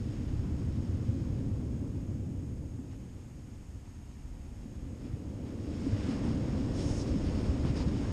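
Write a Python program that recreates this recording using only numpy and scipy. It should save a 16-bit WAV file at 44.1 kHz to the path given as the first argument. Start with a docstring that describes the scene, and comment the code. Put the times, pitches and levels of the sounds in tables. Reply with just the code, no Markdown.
"""Wind and surf on a cobble beach.

Heard from a body-worn camera in a plastic case. Right at the microphone, eddies buffet the case into
a low rumble; beyond it one wave drains away, and after a lull two more run up the stones.
A sleeve brushes past and the case takes a few soft bumps; it rings faintly in the treble,
and its electronics hiss and whine."""
import sys
import numpy as np
from scipy import signal
from scipy.fft import rfft, irfft
from scipy.io import wavfile
from scipy.ndimage import uniform_filter1d

SR = 44100
rng = np.random.default_rng(int(sys.argv[2]) if len(sys.argv) > 2 else 0)


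def output_pcm(signal):
    """Save a mono or channel-first signal as 16-bit PCM at the path in sys.argv[1].

    Samples are clipped to [-1, 1] before scaling.
    """
    pcm = np.clip(np.atleast_2d(signal).T, -1, 1) * 32767
    wavfile.write(sys.argv[1], SR, np.round(pcm).astype(np.int16))


N = 358091
T = np.arange(N) / SR

# treble resonances of the case around the microphone: f/Hz, width/Hz, level/dB over the direct sound
CASE_MODES = [(4870, 660, -1), (5520, 420, -1), (6495, 450, 8.5)]


def undb(db):
    """Decibels to gain."""
    return 10 ** (np.asarray(db) / 20)


def unit(x):
    """Scale to an rms of one."""
    return x / np.sqrt(np.mean(x ** 2))


def colour(x, spectrum, modes=()):
    """Give x a smooth spectrum with resonances on top; rms one."""
    hz = np.maximum(np.arange(N // 2 + 1) * SR / N, 1)
    points_hz, points_db = np.transpose(spectrum)
    gain = undb(np.interp(np.log(hz), np.log(points_hz), points_db, left=-80, right=-80))
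    resonance = sum(undb(db) ** 2 / (1 + (2 * (hz - f) / width) ** 2) ** 2 for f, width, db in modes)
    return unit(irfft(rfft(x) * gain * np.sqrt(1 + resonance), N))


def noise(spectrum, modes=()):
    """Coloured Gaussian noise; rms one."""
    return colour(rng.standard_normal(N), spectrum, modes)


def wander(rate_hz):
    """A smooth random drift; rms one."""
    span = max(int(SR / rate_hz), 2)
    steps = np.repeat(rng.standard_normal(N // span + 1), span)
    return unit(uniform_filter1d(uniform_filter1d(steps, span), span)[:N])


def patter(per_s, spread_db):
    """Countless tiny impacts, most weak and a few strong."""
    hits = rng.random(N) < per_s / SR
    signs = rng.choice([-1, 1], N)
    strength_db = spread_db * np.minimum(rng.exponential(size=N), 5)
    return unit(hits * signs * undb(strength_db))


def ring(age, hz, t60):
    """One struck mode dying away."""
    return np.sin(2 * np.pi * hz * age) * np.exp(-np.log(1000) * age / t60)


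def electronics(hiss_db=-68.5, waver_db=1.5):
    """The noise floor: steady microphone hiss and a thin, wavering whine."""
    # spectrum of the hiss: f/Hz, relative level/dB
    hiss_spectrum = [(500, -1), (2500, 5.5), (4200, -7), (5300, -1.5), (6000, -2), (6700, 5), (7800, 4),
                     (9500, 0.5), (10400, -8.5), (11800, -3.5), (13500, -10.5), (15000, -34)]
    # tones of the whine: f/Hz, rms level/dB
    whine_tones = [(716.0, -78.7), (834.4, -78.7), (952.8, -81.5)]
    whine = 0
    for hz, db in whine_tones:
        amplitude = np.sqrt(2) * undb(db + waver_db * wander(1.5))
        whine += amplitude * np.sin(2 * np.pi * (hz * T + rng.random()))
    return undb(hiss_db) * noise(hiss_spectrum, CASE_MODES) + whine


def sleeve_brushes():
    """Close by, fibres catch and slip by the thousand; each stroke rubs, swishes and drags on the case."""
    # sleeve strokes: t/s, length/s, rise/s, fall/s, rub level/dB, swish level/dB, drag level/dB
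    strokes = [(2.897, 0.049, .02, .02, -71, -88, -67), (3.83, .045, .02, .02, -78, -88, -70),
               (4.97, 0.097, .06, .04, -69, -84, -72), (5.444, 0.044, .02, .04, -73, -81, -61),
               (5.968, 0.14, 0.16, 0.07, -57, -61, -50.5), (6.215, 0.063, .03, 0.069, -63, -68, -58.5),
               (6.71, 0.12, 0.088, 0.04, -53.5, -54, -66), (6.833, 0.088, 0.064, 0.043, -62, -54, -57),
               (6.93, 0.095, 0.038, 0.036, -70, -55.5, -63), (7.062, 0.039, .015, 0.047, -60, -63, -70),
               (7.18, 0.29, 0.073, 0.08, -60.5, -66.5, -61), (7.645, 0.055, 0.006, .01, -59, -74, -55),
               (7.734, 0.077, 0.025, 0.03, -64, -61, -51), (7.877, 0.01, 0.0057, 0.006, -55, -95, -55),
               (7.963, .16, 0.057, .04, -77, -66, -55.5)]
    # spectra of cloth rubbing, swishing and dragging: f/Hz, relative level/dB
    rub_spectrum = [(800, -6), (2500, -2.5), (3600, -1.5), (4500, -3), (5400, 0), (6000, -20), (7500, -16),
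                    (9400, -11), (10500, -40)]
    swish_spectrum = [(2000, -12), (4300, -8), (5400, 4.5), (6100, -2), (7500, -3), (9400, -6.5),
                      (10400, -18.5), (12000, -27), (14000, -43)]
    drag_spectrum = [(250, -16), (650, 4.5), (1000, 5.5), (1400, -0.5), (2000, -1), (2800, -5), (3600, -10),
                     (5000, -25), (9000, -24)]
    fibres = patter(per_s=12000, spread_db=1.5)
    rub = colour(fibres, rub_spectrum, CASE_MODES) * undb(wander(63))
    swish = noise(swish_spectrum, CASE_MODES) * undb(0.46 * wander(40))
    drag = noise(drag_spectrum)
    out = np.zeros(N)
    for start, length, rise, fall, rub_db, swish_db, drag_db in strokes:
        age = T - start
        envelope = np.clip(age / rise, 0, 1) * np.exp(-np.maximum(age - length, 0) / fall)
        out += envelope * (undb(rub_db) * rub + undb(swish_db) * swish + undb(drag_db) * drag)
    return out


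def sleeve_scrapes(width_hz=900, edge_s=0.019):
    """Where the cloth catches hard on the case, it chatters in a narrow, gritty band."""
    # catches of the cloth: t/s, length/s, f/Hz, level/dB before the fades
    catches = [(4.748, .022, 5200, -69), (6.904, .02, 6520, -52), (6.99, .042, 5350, -49),
               (7.06, .025, 5400, -59), (7.66, .045, 5050, -55), (7.752, .048, 4950, -50.5),
               (7.788, .055, 4900, -53.5), (7.879, .016, 4700, -56)]
    # spectrum of the grit: f/Hz, relative level/dB
    grit_spectrum = [(1500, -6), (4000, 4), (6800, -6), (9400, -1), (10500, -32)]
    grit = colour(patter(per_s=4000, spread_db=1.2), grit_spectrum)
    out = np.zeros(N)
    for start, length, hz, db in catches:
        rasp = unit(signal.lfilter(*signal.iirpeak(hz, hz / width_hz, fs=SR), grit))
        fades = np.clip(np.minimum(T - start, start + length - T) / edge_s, 0, 1)
        out += undb(db) * rasp * fades
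    return out


def case_bumps(contact_cycles=0.42):
    """Each knock rocks the case on its mount: a low thump and a shell clack, some faint, some sharp."""
    # knocks and slaps of wind: t/s, thump peak level/dB, f/Hz, t60/s, clack peak level/dB
    knocks = [(0.378, -26, 90, 0.06, -62), (0.522, -24, 87, 0.063, -62), (0.893, -30, 98, 0.054, -55),
              (1.086, -23, 98, 0.13, -61), (1.297, -26, 103, 0.06, -60), (1.513, -26, 97, 0.18, -59),
              (2.79, -34, 248, 0.081, -58), (4.655, -36.5, 235, 0.093, -49),
              (5.135, -25.5, 100, 0.058, -63), (5.438, -32, 111, 0.036, -40), (5.866, -22, 285, 0.06, -57),
              (5.928, -22, 99, 0.1, -58), (6.086, -23.5, 272, 0.093, -46), (6.282, -23, 210, 0.021, -33),
              (6.419, -23.5, 119, 0.026, -52), (6.86, -22, 123, 0.033, -38),
              (7.158, -22.5, 210, 0.064, -57), (7.489, -24, 75.6, 0.067, -40),
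              (7.650, -19, 123, 0.039, -26), (7.702, -23.5, 132, 0.047, -39),
              (7.874, -20.5, 170, 0.02, -47), (7.968, -25.5, 109, 0.033, -38)]
    # modes of the shell: f/Hz, relative level/dB, t60/s
    shell_modes = [(310, 7, 0.024), (480, 3, 0.026), (690, 2, .016), (850, -2, 0.014), (1080, -9, .012),
                   (2400, -22, .012), (5300, -22, .008)]
    out = np.zeros(N)
    for start, thump_db, hz, t60, clack_db in knocks:
        now = (T >= start) & (T < start + 2 * t60)
        age = T[now] - start
        thump = ring(age, hz, t60) * (1 - np.exp(-age * hz / contact_cycles))
        clack = sum(undb(db) * ring(age, f, decay) for f, db, decay in shell_modes)
        out[now] += undb(thump_db) * thump / np.abs(thump).max()
        out[now] += undb(clack_db) * clack / np.abs(clack).max()
    return out


def swell(t, far_surf_db=-71.5, approach_db=-10.5, approach_db_per_s=3.5, run_up_s=0.25,
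          surge_after_s=0.2, surge_width_s=0.2, drain_db_per_s=8.5):
    """Surf level in dB: over the distant shore, each wave nears, surges up the beach and drains away."""
    # waves on the stones: arrival t/s, time before draining/s, level/dB, surge on landing/dB
    waves = [(-0.05, 1.17, -63.2, 4), (5.76, 2.5, -56.8, 3.2), (7.05, 1, -61.5, 1.5)]
    power = undb(far_surf_db) ** 2
    for arrival, hold, db, landing_db in waves:
        age = t - arrival
        nearing = undb(approach_db + approach_db_per_s * np.minimum(age, 0))
        run_up = (1 + np.tanh(age / run_up_s)) / 2
        onset = nearing + (1 - nearing) * run_up
        surge_db = landing_db * np.exp(-((age - surge_after_s) / surge_width_s) ** 2)
        drain_db = drain_db_per_s * np.maximum(age - hold, 0)
        power += (undb(db + surge_db - drain_db) * onset) ** 2
    return 10 * np.log10(power)


def surf(full_wave_db=-55, full_foam_db=-59, foam_growth=1.03, churn_db=0.6,
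         foam_lead_s=0.04, roar_lag_s=0.31):
    """Water hisses over cobbles, which clack together; foam fizzes and the low roar comes last."""
    # spectra of the wash, the roar and the foam: f/Hz, relative level/dB
    wash_spectrum = [(400, -13), (800, -2), (1200, 0.5), (2000, -1), (2800, -4.5), (3600, -10),
                     (5000, -14.5), (9000, -25)]
    roar_spectrum = [(250, -12), (600, -3), (850, -3), (1200, -9), (2000, -24)]
    foam_spectrum = [(1500, -16), (3000, 4.5), (4200, 0), (5400, 5.5), (6100, -7), (7200, -2), (9400, -7.5),
                     (10400, -50), (14000, -55)]
    surf_db = swell(T)
    foam_db = full_foam_db + foam_growth * (swell(T + foam_lead_s) - full_wave_db)
    wash = noise(wash_spectrum) * undb(surf_db - 1.1 + churn_db * wander(14))
    roar = noise(roar_spectrum) * undb(swell(T - roar_lag_s))
    stones = colour(patter(per_s=400, spread_db=1.0), wash_spectrum) * undb(surf_db - 11)
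    fizz = colour(patter(per_s=14000, spread_db=2.5), foam_spectrum, CASE_MODES)
    foam = fizz * undb(foam_db + churn_db * wander(21))
    return wash + roar + stones + foam


def eddies(spectrum, steadiness, span_s):
    """Turbulent pressure; a sustained flow keeps its strength from straying far."""
    pressure = noise(spectrum)
    power = uniform_filter1d(pressure ** 2, int(span_s * SR))
    return unit(pressure / (power + 1e-9) ** (steadiness / 2))


def wind(brighten=0.91, finest_above_hz=480, finest_trim_db=-2.0, flutter_db=0.5):
    """At the microphone the flow rumbles, large eddies thud on the case and small ones flutter."""
    # two gusts with a long lull between: t/s, rumble level/dB, large-eddy level/dB, small-eddy level/dB
    gusts = [(0.0, -46, -37.5, -42), (0.35, -34.5, -35.5, -42.5), (0.9, -47, -33.5, -41),
             (1.35, -41.5, -35, -40), (2.25, -43, -37, -43.5), (2.8, -46, -43.5, -47.5),
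             (3.3, -50.5, -47, -51.5), (3.9, -48.5, -49, -56), (4.45, -44, -49.5, -53),
             (4.95, -47, -45, -47), (5.4, -45.5, -42, -43), (5.9, -43.5, -38, -38), (6.3, -43, -34.5, -36),
             (6.95, -35.5, -36, -35.5), (7.7, -37, -36, -35.5), (8.12, -35, -35, -37)]
    # spectra of the deep rumble, the large and the small eddies: f/Hz, relative level/dB
    rumble_spectrum = [(12, -15), (25, -7.5), (45, -2), (68, -.5), (85, -4), (130, -24.5)]
    large_spectrum = [(45, -21.5), (72, -1.5), (102, 1), (135, -4), (175, -9), (260, -14.5), (500, -40)]
    small_spectrum = [(90, -46), (160, -6), (220, 0.5), (285, 1), (325, -4.5), (380, -8.5), (440, -12.5),
                      (510, -11), (620, -18), (780, -27.5), (1100, -33), (2500, -68)]
    times, *levels = np.transpose(gusts)
    rumble_db, large_db, small_db = [np.interp(T, times, db) for db in levels]
    rumble = eddies(rumble_spectrum, steadiness=0.15, span_s=0.48) * undb(rumble_db)
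    large = eddies(large_spectrum, steadiness=0.37, span_s=0.089) * undb(large_db)
    small = eddies(small_spectrum, steadiness=0.3, span_s=0.28)
    small *= undb(small_db + flutter_db * wander(25))
    # the small eddies sound brighter when they dominate the flow
    finest = signal.sosfiltfilt(signal.butter(2, finest_above_hz, "high", fs=SR, output="sos"), small)
    dominance_db = uniform_filter1d(small_db - large_db, SR // 2)
    finest_gain = undb(brighten * (dominance_db - dominance_db.mean()) + finest_trim_db)
    return rumble + large + small + finest * (finest_gain - 1)


def scene():
    """Everything meets at one body-worn microphone on the beach."""
    return (wind() + surf() + sleeve_brushes() + sleeve_scrapes() + case_bumps() + electronics())[None]


def record(dry):
    """The camera cuts the treble above 14.3 kHz."""
    return signal.sosfilt(signal.ellip(8, 0.2, 70, 14300, fs=SR, output="sos"), dry)


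dry = scene()
out = record(dry)
output_pcm(out)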